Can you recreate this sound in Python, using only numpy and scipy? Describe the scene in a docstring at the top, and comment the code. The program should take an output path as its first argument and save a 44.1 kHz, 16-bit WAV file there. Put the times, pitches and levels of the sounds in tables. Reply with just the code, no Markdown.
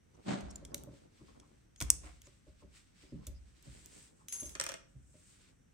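"""A wooden bench in a small, quiet room, the stereo microphone close to a handheld device.
A small steel tool pries at the battery: the plastic frame ticks, squeaks and creaks in tiny slips,
then the catch lets go with one sharp snap. Hands rub the casing and bump the bench.
The tool is put down: its tip rings and skids, then the shaft drops and rattles to rest on the right."""
import sys
import numpy as np
from scipy import signal
from scipy.fft import rfft, irfft, next_fast_len
from scipy.io import wavfile
from scipy.ndimage import uniform_filter1d

SR = 44100
rng = np.random.default_rng(int(sys.argv[2]) if len(sys.argv) > 2 else 0)


def generate_wav(signal):
    """Clip the signal to [-1, 1] and save it as 16-bit WAV at the path in sys.argv[1]."""
    frames = np.transpose(np.atleast_2d(signal))
    scaled = np.clip(frames, -1, 1) * 32767
    pcm = np.round(scaled).astype(np.int16)
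    wavfile.write(sys.argv[1], SR, pcm)


N = 252693
TIME = np.arange(N) / SR
AGE = TIME[:SR // 4]   # seconds since a contact began

# resonances of the plastic frame (f/Hz, width/Hz, level/dB)
FRAME_MODES = [(1214, 320, -14), (2160, 400, -6.5), (3356, 450, -1.5), (5350, 950, -2.5), (6600, 570, 3.5),
               (8040, 540, 1.5), (9440, 800, -4), (11140, 523, -5.5), (13100, 1200, -8), (14920, 930, -10)]
# resonances of the bench under a soft blow (f/Hz, width/Hz, level/dB)
BENCH_MODES = [(124.7, 25, 1), (168, 21, -0.5), (200, 16, -0.5), (289.7, 23, 0.5), (345.7, 22.5, -3),
               (391, 24.5, -5), (545, 51.5, -1), (634.6, 50.5, -4.5), (830, 119.5, -16),
               (1096, 200.5, -9.5)]


def catch_snap():
    """The battery catch lets go: one impulse and a trace of slipping ring its resonances."""
    # resonances of the catch (f/Hz, width/Hz, level/dB)
    catch_modes = [(1242, 350, -29), (2700, 406, -22.5), (3458, 330, -20.5), (4700, 450, -16.5),
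                   (5550, 525, -7.5), (6500, 630, -5.5), (7880, 390, -0.5), (8900, 650, -3),
                   (9600, 320, -4.5), (11040, 770, -16), (12720, 1050, -16.5), (14560, 610, -14.5)]
    force = (AGE == 0) + 0.043 * crunch(t60=0.016, spread=0.87)
    snap = np.zeros((2, N))
    add(snap, 1.9024, amp(21) * resonate(force, catch_modes))
    return room(from_right(snap, samples=1), wet_db=-19.5)


def prying():
    """The tool slips on the frame in ticks and loads it until it creaks."""
    # slips of the tool (t/s, mid level/dB, body re mid/dB, edge re mid/dB, crunch t60/s)
    tool_slips = [(0.406, -56, -2, -13, 0.025), (0.504, -56, -21, -30, .02), (0.509, -51.5, -19, -30, .02),
                  (0.5565, -48, -21, -12, 0.011), (0.649, -48, -6, -12, 0.014),
                  (0.743, -35.5, -4.5, -1.5, 0.012), (0.778, -52.5, -11, -18.5, 0.022),
                  (0.8345, -57.5, -8.5, 7, 0.0074), (1.3975, -57.5, -5.5, -36, 0.018),
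                  (1.759, -59, -3.5, -30, 0.016), (1.802, -38.5, -5, -14, 0.013),
                  (1.8115, -36, -1.5, -3.5, 0.0074), (1.8215, -34, -19, -17, .01),
                  (2.216, -57.5, -3, -2.5, 0.017), (2.268, -59.5, -3.5, -24, 0.015),
                  (3.2665, -46.5, -8, -1, 0.035), (3.6245, -63, -11, -0.5, 0.009),
                  (3.8578, -50.5, -25.5, -1.5, .008)]
    ticks = strikes(tool_slips, FRAME_MODES, attack_s=.0018, grit=0.64, spread=0.64)
    strain = amp(-43) * envelope(1.801, attack=.011, hold=.012, t60=0.061)
    creak = strain * unit(resonate(friction(per_s=2100, spread_db=1), FRAME_MODES))
    return room(from_right(ticks + creak, samples=1), wet_db=-13)


def battery_grind():
    """The battery shifts in its bay and grinds against the hollow casing."""
    # shifts of the battery (t/s, level/dB, hold/s, t60/s)
    shifts = [(1.806, -41, .003, 0.077), (1.833, -60.5, .04, 0.37), (1.893, -57, .012, .16),
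              (2.029, -58.5, .045, 0.28)]
    # resonances of the casing (f/Hz, width/Hz, level/dB)
    casing_modes = [(300.8, 16, 6.5), (522.7, 64, -3), (708, 26, 4), (1054, 160, -1.5), (1447, 350, -5.5),
                    (2180, 450, -6)]
    motion = sum(amp(db) * envelope(s, attack=.006, hold=hold, t60=t60) for s, db, hold, t60 in shifts)
    return motion * unit(resonate(friction(per_s=1600, spread_db=2), casing_modes))


def tool_rattle():
    """The shaft bounces to the right of the microphone, buzzes on the wood and wakes the board."""
    # bounces (t/s, mid level/dB, body re mid/dB, edge re mid/dB, crunch t60/s)
    bounces = [(4.5511, -39.5, -12, -36, 0.017), (4.5978, -26.5, -11.5, -25, 0.013),
               (4.6105, -31, -12, -13, 0.0086), (4.6187, -47, 2, -12, 0.012),
               (4.6377, -38.5, -9, -3, 0.0095), (4.6633, -35.5, -6, -12, 0.015),
               (4.6885, -36, -14, -13, 0.017), (4.6954, -44, -3, -18, .009), (4.7174, -44, -1.5, -8, .009),
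               (4.7386, -41.5, -10, -26, .012)]
    # resonances of the shaft (f/Hz, width/Hz, level/dB)
    shaft_modes = [(1248, 280, 9.5), (1740, 450, 2.5), (2380, 530, 2), (3210, 590, 3), (4440, 230, -4.5),
                   (5860, 570, -4), (7100, 630, -7), (8170, 360, -3.5), (10050, 1300, -16.5),
                   (13960, 1650, -19)]
    # resonances of the bench top under a hard blow (f/Hz, width/Hz, level/dB)
    board_modes = [(290, 37, -7), (375, 42, -6), (536, 22, 4.5), (669.5, 19, -0.5), (850, 30, -11.5),
                   (1030, 120, -12), (1300, 43, -10), (1815, 150, -3.5), (2122, 28, -2.5), (2414, 79, -3.5)]
    clacks = strikes(bounces, shaft_modes, attack_s=.0013, grit=0.52, spread=1.0)
    chatter = aftermath([(s, 0.31 * db - 38.5) for s, db, *_ in bounces], attack=0.0064, t60=0.13)
    slips = friction(per_s=1500, spread_db=1.5)
    rumble = amp(-6.5) * unit(resonate(slips, BENCH_MODES))
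    buzz = chatter * (unit(resonate(slips, shaft_modes)) + rumble)
    board = np.zeros((2, N))
    for s, db, *_ in bounces:
        knock = resonate(crunch(t60=0.052, spread=2.3), board_modes)
        add(board, s, amp(0.53 * db - 24.5) * unit_burst(knock))
    return room(from_right(clacks, samples=11) + buzz, wet_db=-11) + room(board, wet_db=-11)


def tool_tip():
    """The tip lands and skids over the grain while the free shaft sings."""
    # touches of the tip (t/s, level/dB)
    touches = [(4.2837, -42), (4.3229, -43.5), (4.3251, -37.5), (4.3334, -55), (4.3594, -49),
               (4.3994, -45.5), (4.431, -47.5), (4.4573, -47.5), (4.4934, -47.5)]
    # free ring of the steel (f/Hz, level/dB, t60/s)
    steel_modes = [(6282, -2.5, .4), (6498, .5, .36), (10550, -2, .3), (10692, 0, .34)]
    # spectrum of the skid (f/Hz, level/dB)
    skid_colour = [(800, -12), (2000, -13), (4200, -17), (6000, -6.5), (8300, -0.5), (9700, -9),
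                   (11000, -8), (12500, -17.5), (16000, -22.5)]
    taps, song = np.zeros((2, N)), np.zeros((2, N))
    for s, db in touches:
        tap = resonate(crunch(t60=0.016, spread=1.0), FRAME_MODES)
        tap = cut(tap, 680, "high")   # a light point contact has little body
        add(taps, s, amp(db) * unit_burst(tap))
        add(song, s, amp(1.085 * db - 5.5) * ring(steel_modes, skew=1.6))
    free = np.clip((4.57 - TIME) / 0.062, 0, 1)   # the ring stops as the shaft meets the wood
    skid = amp(-8) * aftermath(touches[2:], attack=0.0022, t60=.2)   # the first two bounce clear
    scrape = skid * diffuse(friction(per_s=2400, spread_db=3.5), skid_colour)
    song = song * free * flutter(hz=88, depth_db=5)
    return room(taps + scrape, wet_db=-4) + room(song, wet_db=-5.5)


def squeaks():
    """The tip drags on the plastic and sings briefly in one narrow resonance."""
    # drags of the tip (t/s, length/s, f/Hz, level/dB)
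    drags = [(0.151, 0.018, 5960, -72), (0.508, .02, 5550, -61), (0.56, .005, 7100, -43.5),
             (0.717, .015, 5000, -72), (1.787, 0.025, 6470, -61), (2.26, .025, 6800, -62.5),
             (3.101, 0.042, 5100, -71), (3.366, 0.043, 5010, -69.5)]
    width_hz = 170
    out = np.zeros((2, N))
    for s, length, hz, db in drags:
        swell = np.exp(-((AGE - length) / (length / 2)) ** 2)
        tone = resonate(rng.standard_normal((2, len(AGE))), [(hz, width_hz, 0)])
        add(out, s - length, amp(db) * unit_burst(swell * tone))
    return out


def bumps():
    """Soft blows of hands and device thud in the bench and set the stand on it swaying."""
    # blows (t/s, knock level/dB, sway level/dB, contact cut-off/Hz)
    blows = [(.278, -42.5, -67.5, 240), (.424, -59, -44.5, 160), (.615, -54.5, -53.5, 710),
             (.73, -50, -65, 620), (.747, -57, -55.5, 450), (0.821, -55, -68, 550), (.872, -52, -60, 610),
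             (.921, -55.5, -64, 504), (1.205, -54, -64, 353), (1.811, -42.5, -37.5, 280),
             (2.035, -61, -54, 1813), (2.268, -61.5, -72, 800), (2.468, -59.5, -60, 700),
             (2.622, -58.5, -57.5, 718), (3.03, -60, -67, 419.6), (3.12, -45.5, -53.5, 266),
             (3.148, -47.5, -60, 210), (3.272, -55.5, -43.5, 500), (3.667, -51.5, -51.5, 258),
             (4.42, -49.5, -50, 570), (4.948, -52.5, -54, 139.6), (5.142, -61, -71, 539)]
    # modes of the stand (f/Hz, level/dB, t60/s)
    stand_modes = [(51.15, -1, 0.75), (66.54, 1.5, 0.67), (95, -9, 0.54)]
    knocks, sway = np.zeros((2, N)), np.zeros((2, N))
    press = 1 - np.exp(-AGE / .005)   # flesh gives way before it pushes
    lean = 1 - np.exp(-TIME[:SR] / 0.0056)
    for s, knock_db, sway_db, contact_hz in blows:
        force = press * crunch(t60=0.12, spread=0.31)
        thud = cut(resonate(force, BENCH_MODES), contact_hz, "low", order=3)
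        add(knocks, s - .005, amp(knock_db) * unit_burst(thud, size=440))
        add(sway, s, amp(sway_db) * lean * ring(stand_modes, skew=0.79))
    return room(knocks, wet_db=-10) + sway


def hand_shove():
    """A hand shoves along the bench: a firm push, then it coasts to rest."""
    # spectrum of the shove (f/Hz, level/dB)
    shove_colour = [(41, -48), (70, -19.5), (124, -17), (195, -2), (314, -13), (385, -11.5), (462, -20),
                    (635, -11), (955, -22), (1650, -25), (2540, -31), (4380, -32.5), (5140, -38),
                    (8090, -36), (16000, -98)]
    onset = dict(start=0.2537, attack=0.038, hold=0.043)
    push = amp(-38) * envelope(**onset, t60=0.16)
    coast = amp(-45.5) * envelope(**onset, t60=1)
    drag = diffuse(friction(per_s=5000, spread_db=2), shove_colour)
    return room((push + coast) * drag, wet_db=-9.5)


def grip_rub():
    """Fingers shift their grip with a dull, wavering rub."""
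    # shifts of grip (t/s, level/dB)
    regrips = [(.27, -58.5), (.74, -54.5), (1.28, -63.5), (1.93, -63.5), (3.16, -66), (3.74, -63.5),
               (4.0, -67.5), (4.47, -61), (5.42, -74.5)]
    # spectrum of the rub (f/Hz, level/dB)
    rub_colour = [(35, -25.5), (70, -6.5), (150, -2), (300, -3), (600, -8.5), (1100, -19.5), (2000, -31.5),
                  (5000, -67)]
    length_s = 0.55
    grip = movements([(s, length_s, db) for s, db in regrips])
    return grip * diffuse(friction(per_s=900, spread_db=2), rub_colour) * flutter(hz=30, depth_db=3.5)


def skin_strokes():
    """Skin rasps and hisses over the casing in light strokes and two long slides."""
    # strokes (t/s, length/s, rasp level/dB, hiss level/dB)
    strokes = [(0.125, 0.36, -80.5, -82), (0.275, 0.19, -65.5, -69.5), (0.958, 0.22, -70.5, -74),
               (1.176, 0.22, -69, -73.5), (1.278, 0.23, -70, -76), (1.467, 0.69, -78, -79),
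               (2.064, 0.15, -59.5, -60.5), (2.263, .3, -69.5, -71.5), (2.484, 0.21, -74, -77),
               (2.608, 0.21, -73, -77.5), (2.762, 0.21, -64, -66.5), (3.026, 0.34, -68, -74),
               (3.246, 0.32, -73.5, -85)]
    # one curve a slide, as the hand lets go and turns the device (t/s, rasp level/dB, hiss level/dB)
    slides = [
        [(3.45, -81, -80), (3.594, -69.5, -74), (3.688, -65.5, -65), (4.034, -66, -61), (4.08, -68, -65.5),
         (4.138, -82, -76), (4.2, -79.5, -74.5)],
        [(5.0, -93, -80), (5.124, -89, -71), (5.14, -75.5, -69.5), (5.298, -71.5, -66), (5.49, -69.5, -75),
         (5.592, -98, -83), (5.7, -94, -85)],
    ]
    # spectrum of the rasp (f/Hz, level/dB)
    rasp_colour = [(400, -10.5), (1100, -4.5), (2200, 0), (3500, -2), (5000, -3), (7000, -10.5),
                   (12000, -25.5)]
    # spectrum of the hiss (f/Hz, level/dB)
    hiss_colour = [(3000, -18), (5000, -7), (6500, -1), (8300, 7.5), (9500, -7), (11000, -16.5),
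                   (15000, -19.5)]
    rasp_gain = movements([(s, length, db) for s, length, db, _ in strokes])
    hiss_gain = movements([(s, length, db) for s, length, _, db in strokes])
    for slide in slides:
        rasp_gain += eased_curve([(s, db) for s, db, _ in slide])
        hiss_gain += eased_curve([(s, db) for s, _, db in slide])
    rasp = rasp_gain * diffuse(friction(per_s=9000, spread_db=1.5), rasp_colour)
    hiss = hiss_gain * diffuse(friction(per_s=13000, spread_db=1.5), hiss_colour)
    return (rasp + hiss) * flutter(hz=24.9, depth_db=2)


def squeezes():
    """Fingertips squeeze the casing and creep on the plastic in short, soft creaks."""
    # squeezes (t/s, level/dB)
    presses = [(.15, -70), (1.21, -67.5), (1.295, -69), (1.355, -68), (1.43, -66), (2.27, -70.5),
               (2.62, -73), (3.219, -71.5), (4.21, -68)]
    # resonances of a fingertip on plastic (f/Hz, width/Hz, level/dB)
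    finger_modes = [(800, 95, -5.5), (1059, 140, 2), (1355, 180, -7.5)]
    pressure = sum(amp(db) * np.exp(-((TIME - s) / 0.013) ** 2) for s, db in presses)
    creep = unit(resonate(friction(per_s=820, spread_db=3.5), finger_modes))
    return room(pressure * creep, wet_db=-9.5)


def room_tone():
    """The steady, low hush of the still room."""
    # spectrum of the hush (f/Hz, level/dB)
    air_colour = [(15, -34), (25, -8), (55, -1.5), (157, -6.5), (335, -16), (405, -20.5), (677, -22),
                  (988, -29.5), (1480, -26), (2840, -32), (5140, -41.5), (5880, -27), (6740, -40),
                  (8140, -37.5), (14400, -49), (16000, -58)]
    return amp(-67) * diffuse(rng.standard_normal((2, N)), air_colour)


def room(x, wet_db):
    """Direct sound, then after a short gap diffuse reflections that die faster in the treble."""
    # decay of the room (f/Hz, t60/s)
    decay_times = [(150, 0.57), (600, 0.46), (2500, 0.4), (7000, 0.38), (11000, 0.084), (16000, 0.22)]
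    t, edges = TIME[:SR * 3 // 4], np.geomspace(60, 19000, 11)
    tail = 0
    for low, high in zip(edges, edges[1:]):
        t60 = at_hz(decay_times, np.sqrt(low * high))
        band = cut(rng.standard_normal((2, len(t))), [low, high], "band")
        tail = tail + band * amp(-60 * t / t60)
    onset = np.clip((t - .002) / 0.0039, 0, 1)
    tail = unit(tail * onset) / np.sqrt(len(t))
    return x + amp(wet_db) * signal.fftconvolve(x, tail, axes=1)[:, :N]


def diffuse(force, spectrum):
    """Colour two unrelated forces and blend them as mid and side into stereo of rms 1."""
    # likeness of left and right at the microphone (f/Hz, correlation)
    likeness = [(50, 0.86), (140, 0.53), (290, 0.34), (640, -0.85), (1400, 0.083), (3000, 0.24),
                (15000, 0.12)]
    size = next_fast_len(N)
    hz = np.arange(size // 2 + 1) * SR / size
    mid, side = rfft(force, size) * amp(at_hz(spectrum, hz))
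    alike = at_hz(likeness, hz)
    stereo = np.sqrt(1 + alike) * mid + np.sqrt(1 - alike) * side * [[1], [-1]]
    return unit(irfft(stereo, size)[:, :N])


def strikes(rows, modes, attack_s, grit, spread):
    """Hard clicks with a slightly softened attack; each has its own amount of body and brightness."""
    out = np.zeros((2, N))
    fade_in = np.minimum(AGE / attack_s, 1) ** 2
    impulse = np.arange(len(AGE)) == round(attack_s * SR)
    for s, db, body_db, edge_db, crunch_t60 in rows:
        hit = resonate(impulse + grit * fade_in * crunch(crunch_t60, spread), modes)
        body = amp(body_db) * unit_burst(cut(hit, 4500, "low", order=4))
        mid = unit_burst(cut(hit, [4500, 10000], "band", order=3))
        edge = amp(edge_db) * unit_burst(cut(hit, 10000, "high", order=6))
        add(out, s, amp(db) * (body + mid + edge))
    return out


def crunch(t60, spread):
    """Contact force: a dying burst of noise; spread sets how much the sides differ."""
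    noise = rng.standard_normal(len(AGE)) + spread * rng.standard_normal((2, len(AGE)))
    return noise * amp(-60 * AGE / t60)


def friction(per_s, spread_db):
    """Stick-slip: random tiny releases of uneven size."""
    sizes = amp(spread_db * np.minimum(rng.exponential(1, N), 4))
    return (rng.random(N) < per_s / SR) * sizes * rng.standard_normal((2, N))


def resonate(x, modes):
    """Parallel resonances of alternating sign."""
    out = 0
    for k, (hz, width, db) in enumerate(modes):
        r = np.exp(-np.pi * width / SR)
        poles = [1, -2 * r * np.cos(2 * np.pi * hz / SR), r * r]
        gain = (-1) ** k * amp(db) * (1 - r * r) / 2
        out = out + gain * signal.lfilter([1, 0, -1], poles, x + 1e-18)
    return out


def ring(modes, skew):
    """Free ring of lightly damped modes; skew is the phase step between the sides in radians."""
    t = TIME[:SR]
    phases = rng.uniform(0, 2 * np.pi, len(modes))
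    sides = skew * np.array([[.5], [-.5]])
    return sum(amp(db - 60 * t / t60) * np.sin(2 * np.pi * hz * t + phases[k] + sides * (-1) ** k)
               for k, (hz, db, t60) in enumerate(modes))


def envelope(start, attack, hold, t60):
    """Gain with a straight rise, a hold and a dying fall, all in seconds."""
    age = TIME - start
    return np.clip(age / attack, 0, 1) * amp(-60 * np.clip((age - attack - hold) / t60, 0, 2))


def aftermath(hits, attack, t60):
    """Gain of a motion that every hit (t/s, level/dB) feeds and that dies away between them."""
    return np.sqrt(sum((amp(db) * envelope(s, attack, 0, t60)) ** 2 for s, db in hits))


def movements(rows, swell_share=0.34):
    """Gain of hand movements (t/s, length/s, level/dB) that each swell to their moment and fade."""
    power = 0
    for s, length, db in rows:
        away = np.maximum((s - TIME) / swell_share, (TIME - s) / (1 - swell_share)) / length
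        power = power + amp(db) ** 2 * np.exp(-3.5 * np.minimum(away, 4) ** 1.124)
    return np.sqrt(power)


def eased_curve(rows, ease_db_per_s=45):
    """Gain along a curve (t/s, level/dB), easing away beyond its ends."""
    s, db = np.transpose(rows)
    beyond = abs(TIME - np.clip(TIME, s[0], s[-1]))
    return amp(np.interp(TIME, s, db) - ease_db_per_s * beyond)


def flutter(hz, depth_db):
    """Random wavering gain."""
    knots = rng.standard_normal(1000)
    return amp(depth_db * np.interp(TIME * hz, np.arange(len(knots)), knots))


def from_right(x, samples):
    """The sound reaches the left side of the microphone a little later."""
    return np.array([np.roll(x[0], samples), x[1]])


def amp(db):
    """Decibels to gain."""
    return 10 ** (np.asarray(db) / 20)


def unit(x):
    """Scale to rms 1."""
    return x / np.sqrt(np.mean(x ** 2) + 1e-24)


def unit_burst(x, size=88):
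    """Scale so that the loudest stretch of size samples has rms 1."""
    return x / np.sqrt(uniform_filter1d(np.mean(x ** 2, axis=0), size).max() + 1e-24)


def at_hz(points, hz):
    """Read a table on a log-frequency axis."""
    points = np.array(points)
    return np.interp(np.log(np.maximum(hz, 1)), np.log(points[:, 0]), points[:, 1])


def cut(x, hz, kind, order=2):
    """Butterworth filter."""
    return signal.sosfilt(signal.butter(order, hz, kind, fs=SR, output="sos"), x)


def add(out, s, sound):
    """Mix a sound in at time s."""
    start = round(s * SR)
    out[:, start:start + sound.shape[-1]] += sound[..., :N - start]


def scene():
    """Device, tool and hands close up, over the hush of the room."""
    device = catch_snap() + prying() + battery_grind()
    tool = tool_rattle() + tool_tip() + squeaks()
    hands = bumps() + hand_shove() + grip_rub() + skin_strokes() + squeezes()
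    return device + tool + hands + room_tone()


def record(dry):
    """The microphone drops the rumble, rounds the tallest peak and cuts the very top."""
    ceiling, top_hz = .95, 16300
    rounded = ceiling * np.tanh(cut(dry, 28, "high", order=3) / ceiling)
    return signal.sosfilt(signal.ellip(10, .1, 80, top_hz, fs=SR, output="sos"), rounded)


dry = scene()
out = record(dry)
generate_wav(out)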